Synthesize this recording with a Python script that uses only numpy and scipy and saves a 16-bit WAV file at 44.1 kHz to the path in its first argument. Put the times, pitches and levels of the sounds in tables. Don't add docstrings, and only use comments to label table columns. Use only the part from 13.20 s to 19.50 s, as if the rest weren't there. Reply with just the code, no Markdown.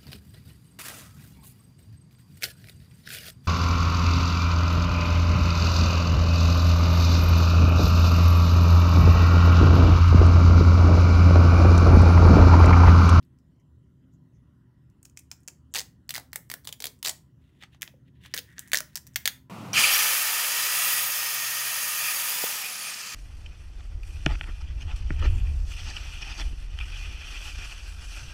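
import sys
import numpy as np
from scipy import signal
from scipy.fft import rfft, irfft, next_fast_len
from scipy.io import wavfile
from scipy.ndimage import uniform_filter1d, map_coordinates

SR = 44100
rng = np.random.default_rng(int(sys.argv[2]) if len(sys.argv) > 2 else 0)


def linear_from_db(decibels):
    return 10 ** (np.asarray(decibels, float) / 20)


def dump(signal):
    limited = np.clip(np.atleast_2d(signal).T, -1, 1)
    pcm = np.round(limited * 32767).astype(np.int16)
    wavfile.write(sys.argv[1], SR, pcm)


N = 277731

# freq_hz, level_db_per_hz
RUMBLE_SPECTRUM = [(15, -65), (25, -34), (43, -14), (59, -4.5), (92, -8.5), (130, 1.5), (230, -10.5),
                   (263, -11.5), (289, -13), (387, -18.5), (419, -31.5), (525, -30.5), (600, -31.5),
                   (780, -64), (1320, -120)]
# freq_hz, level_db_per_hz
HISS_SPECTRUM = [(240, -31.5), (400, -9), (607, -11.5), (777, -14.5), (1030, -12.5), (1560, -16),
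                 (1900, -19), (2360, -27.5), (2970, -19.5), (3530, -26), (16000, -33.5)]
# centre_hz, width_hz, lift_db
DUCT_MODES = [(76, 5.8, 11.5), (115.3, 8.7, -3.5), (258.6, 4.4, 9), (990, 55, 1.5), (1390, 20, 1.5),
              (1928, 150, 1), (3050, 88, -7)]
# freq_hz, t60_s
ROOM_T60 = [(300, 0.25), (1000, 0.24), (3000, 0.24), (7000, 0.23), (15000, 0.24)]
# freq_hz, gain_db
WALL_COLOUR = [(300, 15), (1000, 5), (3000, -0.5), (7000, 1), (15000, 2.5)]
# start_s, peak_db, ring_hz
TICKS = [(0.0281, -51, 3520), (.049, -60, 10900), (.1875, -57, 5200), (.3994, -66, 6270),
         (0.938, -63, 6660), (1.700, -58.5, 5700), (1.8803, -59, 5560), (1.9664, -54, 5740),
         (2.0914, -82, 7000), (2.1046, -55, 9300), (2.2044, -53, 9100), (2.2331, -52, 7100),
         (2.870, -79.5, 8440), (2.880, -57, 8050), (3.119, -55, 5430), (3.2933, -49, 8000),
         (3.4389, -53, 5290), (3.5955, -48, 9170), (3.7897, -53.5, 7660), (5.4827, -39, 6860),
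         (5.5005, -53, 5980), (5.7322, -54, 4340), (5.746, -50, 5020), (5.833, -59, 6470),
         (5.854, -61, 7100), (5.8606, -59.5, 7280), (5.9363, -49, 7440), (5.944, -44, 5330)]
# centre_s, level_db, centre_hz, length_s
PUFFS = [
    (0.036, -77, 4800, 0.011),
    (.19, -87, 5460, 0.011),
    (.405, -83, 6000, 0.0092),
    (0.409, -82, 2060, 0.016),
    (0.836, -85, 3050, 0.018),
    (0.944, -80, 6760, 0.02),
    (1.157, -81, 6050, 0.022),
    (2.529, -71, 7450, 0.012),
]
# time_s, level_db
RUB_PRESSURE = [
    [(4.2, -89), (4.22, -76), (4.36, -78.5), (4.4, -73), (4.425, -49), (4.46, -69), (4.5, -93),
     (4.53, -58.5), (4.57, -77)],
    [(4.86, -83), (4.885, -69.5), (4.92, -100), (4.96, -74.5), (5.0, -78), (5.02, -62), (5.065, -53),
     (5.09, -64), (5.125, -61)],
    [(5.25, -74), (5.29, -60), (5.33, -60.5), (5.35, -69), (5.37, -56.5), (5.45, -57), (5.52, -73)],
    [(5.65, -66), (5.74, -68), (5.82, -89), (5.86, -72), (5.945, -74)],
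]
# hollow_db, fizz_db, fizz_loss_db_per_db
RUB_GRIP = [
    (-6, -12, 0.4),
    (-6, -16, -0.7),
    (10.5, -11.5, 0),
    (5, -6.5, .1),
]
# freq_hz, gain_db
SKIN_COLOUR = [(400, -32.5), (1200, -22.5), (2000, -10.5), (2700, -5), (3600, -4.5), (4500, -17.5),
               (7000, -32.5)]
# start_s, peak_db, pitch_hz
THUDS = [(2.553, -40, 830), (2.578, -44, 495), (3.608, -52.5, 456), (3.641, -42, 720), (3.671, -47, 450),
         (3.87, -40, 745), (3.889, -40, 718), (4.689, -63, 657), (4.74, -52.5, 528), (5.142, -41.5, 494),
         (5.187, -45.5, 500), (5.535, -34.5, 634), (5.606, -43.5, 614), (6.054, -44, 534)]
# freq_hz, gain_db
STICK_COLOUR = [(300, -37.5), (1000, -18), (2000, -13.5), (2500, -5), (3100, -11.5), (4200, -16.5),
                (6600, -4.5), (9400, -10.5), (16000, -12)]
# start_s, peak_db, ring_hz, bright_db, knock_db
TAPS = [(1.8296, -40, 8270, 5, -23), (1.8506, -43, 6980, -4, -26), (1.8534, -33, 5600, -4, -27),
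        (1.8606, -47, 6200, 18, -11), (1.8972, -48, 7020, -5, -38), (1.9732, -25, 7060, -12, -30),
        (1.9903, -34, 6370, -1, -29), (1.9942, -40, 8960, 0, -32), (2.1147, -22, 5380, -10, -22),
        (2.1229, -41, 5680, -7, -11), (2.134, -47, 6460, -13, -11), (2.2773, -25, 6980, 0, -21),
        (2.2827, -28, 6550, -10, -15), (2.2873, -44, 5600, -7, -11), (2.2964, -45, 7750, 2, -13),
        (2.3034, -50, 6290, -8, -12)]
# freq_hz, gain_db
CASE_COLOUR = [(250, -48), (700, -21), (1320, -11), (1900, -1.5), (2500, -5), (4000, -0.5), (7500, -3.5),
               (10100, -6.5), (14500, -5.5), (16000, -5.5)]
# start_s, peak_db, ring_hz
KNOCKS = [(2.892, -20.5, 4580), (2.906, -17.5, 2930), (2.94, -20, 1910), (2.947, -21.5, 4750),
          (2.954, -18.5, 2080), (2.962, -22, 1820), (2.971, -27, 2000), (2.979, -22.5, 1940),
          (2.997, -33, 1760), (3.131, -22, 1900), (3.158, -14, 2030), (3.3, -21.5, 1930),
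          (3.315, -18.5, 1880), (3.339, -20, 1830), (3.446, -42.5, 8020), (3.451, -32.5, 4000),
          (3.473, -18, 3080), (3.482, -30, 6330), (3.49, -25.5, 3200), (3.526, -20.5, 3150),
          (3.603, -24, 4460), (3.622, -22.5, 4300), (3.641, -15.5, 3600), (3.655, -13.5, 3610),
          (3.668, -18.5, 4450), (3.828, -20, 3580)]
# start_s, peak_db, ring_hz
BEATS = [(2.539, -21, 7060), (2.548, -16.5, 8580), (2.556, -16, 3390), (2.561, -16, 7490),
         (2.566, -16, 1870), (2.574, -19, 4630), (2.583, -19, 5390), (2.588, -16.5, 5490),
         (2.594, -17.5, 5320), (2.604, -18, 7420), (2.614, -27, 8100), (3.849, -14, 3500),
         (3.857, -16, 3830), (3.861, -17, 7760), (3.87, -15.5, 4460), (3.875, -18.5, 3600),
         (3.883, -13.5, 8020), (3.893, -15, 7960), (3.895, -14.5, 8180), (3.912, -29, 8700)]
# start_s, length_s, peak_db
SHAKES = [
    (2.55, .03, -27),
    (3.845, .035, -21),
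    (3.875, .032, -26.5),
]
# freq_hz, gain_db
LID_COLOUR = [(250, -51), (700, -17), (1090, -20.5), (1700, -0.5), (2500, -5.5), (4200, -2), (6140, -2),
              (9360, -5.5), (14500, -5), (16000, -1.5)]
# start_s, peak_db, ring_hz
WORKING = [(4.612, -34.5, 3000), (4.62, -16, 2870), (4.629, -14, 2070), (4.637, -33.5, 2120),
           (4.649, -44, 1960), (5.165, -18, 1800), (5.169, -20.5, 2080), (5.177, -12.5, 3490),
           (5.184, -18, 3730), (5.19, -16.5, 3850), (5.393, -19, 8140), (5.4, -34, 2100),
           (5.476, -34.5, 1880), (5.497, -43.5, 7010), (5.518, -16, 2260), (5.545, -7, 1890),
           (5.555, -9.5, 6400), (5.558, -16.5, 6030), (5.563, -17, 6100), (5.572, -6.5, 6100),
           (5.586, -14.5, 4540), (5.605, -15.5, 1430), (5.772, -19, 7300), (5.777, -23.5, 5000),
           (5.868, -30.5, 6350), (5.873, -36, 6430), (6.076, -3.5, 3540), (6.082, -18.5, 6250)]
# start_s, peak_db, ring_hz
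MUFFLED = [(4.425, -38.5, 1910), (4.436, -30, 2850), (4.547, -44.5, 2270), (4.677, -29.5, 2650),
           (5.052, -44, 1920), (5.06, -36, 2660), (5.139, -15, 2070), (5.382, -28, 1870)]
# start_s, length_s, peak_db
CRUNCHES = [
    (5.158, .032, -26.5),
    (5.54, .025, -21),
    (5.56, .024, -24),
]
# start_s, peak_db, ring_hz
LID_SNAPS = [
    (5.142, -13, 2030),
    (5.533, -4, 1900),
    (5.756, -12.5, 6180),
    (5.959, -6.5, 3133),
    (6.056, -7, 3570),
]


def unit(x):
    return x / np.sqrt(np.mean(x ** 2) + 1e-20)


def unit_peak(x):
    return x / np.abs(x).max(axis=1, keepdims=True)


def along(points, hz):
    f, v = np.transpose(points)
    return np.interp(np.log(hz + 1), np.log(f + 1), v)


def filtered(x, response):
    m = next_fast_len(x.shape[-1] + 8192)
    spectrum = rfft(x, m) * response(np.fft.rfftfreq(m, 1 / SR))
    return irfft(spectrum, m)[..., :x.shape[-1]]


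def resonance(centre_hz, width_hz):
    return lambda f: 1j * f * width_hz / (centre_hz ** 2 - f * f + 1j * f * width_hz)


def causal(points):
    def response(hz):
        cepstrum = irfft(np.log(linear_from_db(along(points, hz))))
        half = len(cepstrum) // 2
        cepstrum[1:half] *= 2
        cepstrum[half + 1:] = 0
        return np.exp(rfft(cepstrum))
    return response


def wobble(rate_hz):
    knots = rng.standard_normal(int(N * rate_hz / SR) + 4)
    return map_coordinates(knots, [np.arange(N) * rate_hz / SR])


def add(track, start_s, sounds):
    where = np.round(start_s * SR).astype(int)[:, None] + np.arange(sounds.shape[1])
    track += np.bincount(where.ravel(), sounds.ravel(), N + SR)[:N]
    return track


def ventilation():
    rumble_db, hiss_db = -56.5, -78.5

    def lift(hz):
        return 1 + sum(linear_from_db(db) / (1 + (2 * (hz - c) / w) ** 2) for c, w, db in DUCT_MODES)

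    rumble = filtered(rng.standard_normal(N), lambda hz: lift(hz) * linear_from_db(along(RUMBLE_SPECTRUM, hz)))
    z = signal.stft(rng.standard_normal(N), nperseg=512)[2]
    field = uniform_filter1d(rng.standard_normal(z.shape), size=5, axis=0)
    field = uniform_filter1d(field, size=16, axis=1)
    patchy = signal.istft(z * linear_from_db(2.9 * unit(field)), nperseg=512)[1][:N]
    hiss = filtered(patchy, lambda hz: lift(hz) * linear_from_db(along(HISS_SPECTRUM, hz)))
    rumble_gain = linear_from_db(rumble_db + 0.95 * wobble(3))
    hiss_gain = linear_from_db(hiss_db + 0.27 * wobble(2.6))
    return rumble_gain * unit(rumble) + hiss_gain * unit(hiss)


def room(x, count=24):
    hz, t, z = signal.stft(rng.standard_normal((count, SR // 2)), SR, nperseg=256)
    decay_db = along(WALL_COLOUR, hz)[:, None] - 60 * t / along(ROOM_T60, hz)[:, None]
    tails = signal.istft(z * linear_from_db(decay_db), SR, nperseg=256)[1]
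    onset_s = 0.0013
    tails = tails * (1 - np.exp(-np.arange(tails.shape[1]) / (onset_s * SR)))
    tails = tails / np.linalg.norm(tails[0])
    stretch = np.arange(N) * count // N == np.arange(count)[:, None]
    return signal.fftconvolve(x * stretch, tails, axes=1)[:, :N].sum(axis=0)


def puffs():
    t, out = np.arange(N) / SR, np.zeros(N)
    for s, db, hz, length_s in PUFFS:
        noise = filtered(rng.standard_normal(SR // 5), lambda f: 1 / (1 + ((f - hz) / (0.14 * hz)) ** 4))
        near = slice(max(round((s - .1) * SR), 0), round((s + .09) * SR))
        swell = np.exp(-((t[near] - s) / length_s) ** 2)
        out[near] += linear_from_db(db) * swell * unit(noise)[:len(swell)]
    return out


def rubbing():
    light_db = -69
    t, out = np.arange(N) / SR, np.zeros(N)
    grains = rng.standard_normal((3, N)) * linear_from_db(2.3 * wobble(500) + 1.9 * wobble(99))
    body = unit(filtered(grains[0], lambda hz: linear_from_db(along(SKIN_COLOUR, hz))))
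    hollow = unit(filtered(grains[1], lambda hz: 1 / (1 + ((hz - 1850) / 230) ** 2)))
    fizz = unit(filtered(grains[2], lambda hz: 1 / (1 + (4500 / (hz + 1)) ** 6) / (1 + (hz / 9000) ** 2)))
    for rows, (hollow_db, fizz_db, loss) in zip(RUB_PRESSURE, RUB_GRIP):
        s, level_db = np.transpose(rows)
        bright_db = np.minimum(fizz_db - loss * (level_db - light_db), 0)
        fade = np.interp(t, [s[0] - .02, s[0], s[-1], s[-1] + .02], [0, 1, 1, 0])
        dull = (body + linear_from_db(hollow_db) * hollow) / np.sqrt(1 + linear_from_db(2 * hollow_db))
        grain = dull + linear_from_db(np.interp(t, s, bright_db)) * fizz
        out += fade * linear_from_db(np.interp(t, s, level_db)) * grain
    return out


def thuds():
    t = np.arange(2048) / SR
    s, db, hz = np.transpose(THUDS)[:, :, None]
    push = (1 - np.exp(-t / 0.0005)) * linear_from_db(-60 * t / 0.041) * np.sin(2 * np.pi * hz * t)
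    return add(np.zeros(N), s[:, 0], linear_from_db(db + 4.0) * push)


def clicks(rows, colour, crack, hold_s, ring_db, knock_hz):
    t = np.arange(1024) / SR
    s, db, ring_hz, bright_db, knock_db = np.transpose(rows)[:, :, None]
    noise = rng.standard_normal((len(s), 2, len(t)))
    rise = 1 - np.exp(-t / .0001)

    first = crack * linear_from_db(-60 * t / 0.0028)
    touching = np.exp(-(t / hold_s - .4) ** 2)
    settling = linear_from_db(-7.5 - 60 * t / 0.072)
    burst = filtered(noise[:, 0] * rise * (first + touching + settling), causal(colour))
    burst = filtered(burst, lambda hz: .6 + 1.1 / (1 + ((hz - ring_hz) / (.2 * ring_hz)) ** 2))
    treble = filtered(burst, lambda hz: 1 / (1 + (7500 / (hz + 1)) ** 6))
    snap = burst - treble + linear_from_db(bright_db + 5.0) * treble

    ring = rise * linear_from_db(-60 * t * ring_hz / 13) * np.sin(2 * np.pi * ring_hz * t)
    sharp = snap + linear_from_db(ring_db) * ring

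    knock = filtered(noise[:, 1] * linear_from_db(-60 * t / 0.021), resonance(knock_hz, 0.94 * knock_hz))
    knock = filtered(knock, resonance(knock_hz, 3.4 * knock_hz))
    contact = unit_peak(sharp) + linear_from_db(knock_db + 0.5) * unit_peak(knock)
    return add(np.zeros(N), s[:, 0], linear_from_db(db - 0.5) * contact)


def coloured(rows, bright_db, knock_db):
    middling_db, dulling_db_per_db, outsnap_db_per_db, scatter_db = -24, 0.14, .4, 3
    s, db, hz = np.transpose(rows)
    scatter = scatter_db * rng.standard_normal((len(s), 2)).T
    hard_db = db - middling_db
    bright = bright_db - dulling_db_per_db * hard_db + scatter[0]
    knock = knock_db - outsnap_db_per_db * hard_db + scatter[1]
    return np.transpose([s, db, hz, bright, knock])


def chatter(spans, count=5):
    low_hz, high_hz, scatter_db = 3000, 8500, 4
    start, length, db = np.repeat(spans, count, axis=0).T
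    place, pitch, size = rng.random((len(db), 3)).T
    s = start + length * (np.arange(len(db)) % count + place) / count
    return np.transpose([s, db + scatter_db * (2 * size - 1), low_hz * (high_hz / low_hz) ** pitch])


def rebounds(count=3):
    gap_s, loss_db = .0032, 5.5
    return [(s + k * gap_s, db - k * loss_db, hz) for s, db, hz in LID_SNAPS for k in range(count)]


def far_ticks():
    rows = [(*row, 0, -40) for row in TICKS]
    return clicks(rows, STICK_COLOUR, crack=1.5, hold_s=0.00056, ring_db=5, knock_hz=866)


def stick_taps():
    return clicks(TAPS, STICK_COLOUR, crack=3.3, hold_s=0.0019, ring_db=2.0, knock_hz=974)


def case_rattle():
    rows = [coloured(KNOCKS, bright_db=0, knock_db=-19.5),
            coloured(BEATS, bright_db=-5, knock_db=-19),
            coloured(chatter(SHAKES), bright_db=-2, knock_db=-18)]
    return clicks(np.vstack(rows), CASE_COLOUR, crack=.8, hold_s=0.0019, ring_db=-1.0, knock_hz=890)


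def lid_snaps():
    rows = [coloured(rebounds(), bright_db=-2.5, knock_db=-24),
            coloured(WORKING, bright_db=-2.5, knock_db=-26),
            coloured(MUFFLED, bright_db=-41.5, knock_db=-15),
            coloured(chatter(CRUNCHES, count=3), bright_db=0.0, knock_db=-22.5)]
    return clicks(np.vstack(rows), LID_COLOUR, crack=4.9, hold_s=0.0015, ring_db=-0.5, knock_hz=1130)


def scene():
    ticks, thud, taps, rattle, lid = far_ticks(), thuds(), stick_taps(), case_rattle(), lid_snaps()
    send = linear_from_db(-5.0) * ticks + linear_from_db(-14.0) * thud + linear_from_db(-10) * taps
    send = send + linear_from_db(-10.5) * rattle + linear_from_db(-11.0) * lid
    hands = puffs() + rubbing()
    return (ventilation() + room(send) + hands + ticks + thud + taps + rattle + lid)[None]


def roll_off(x):
    return signal.sosfilt(signal.butter(12, 17110, fs=SR, output="sos"), x)


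def record(dry):
    band = [(15, -30), (30, 0), (15700, 0), (16100, -20), (16900, -24), (17300, -70)]  # freq_hz, gain_db
    mix = filtered(dry, causal(band))
    return roll_off(mix)


dry = scene()
out = record(dry)
dump(out)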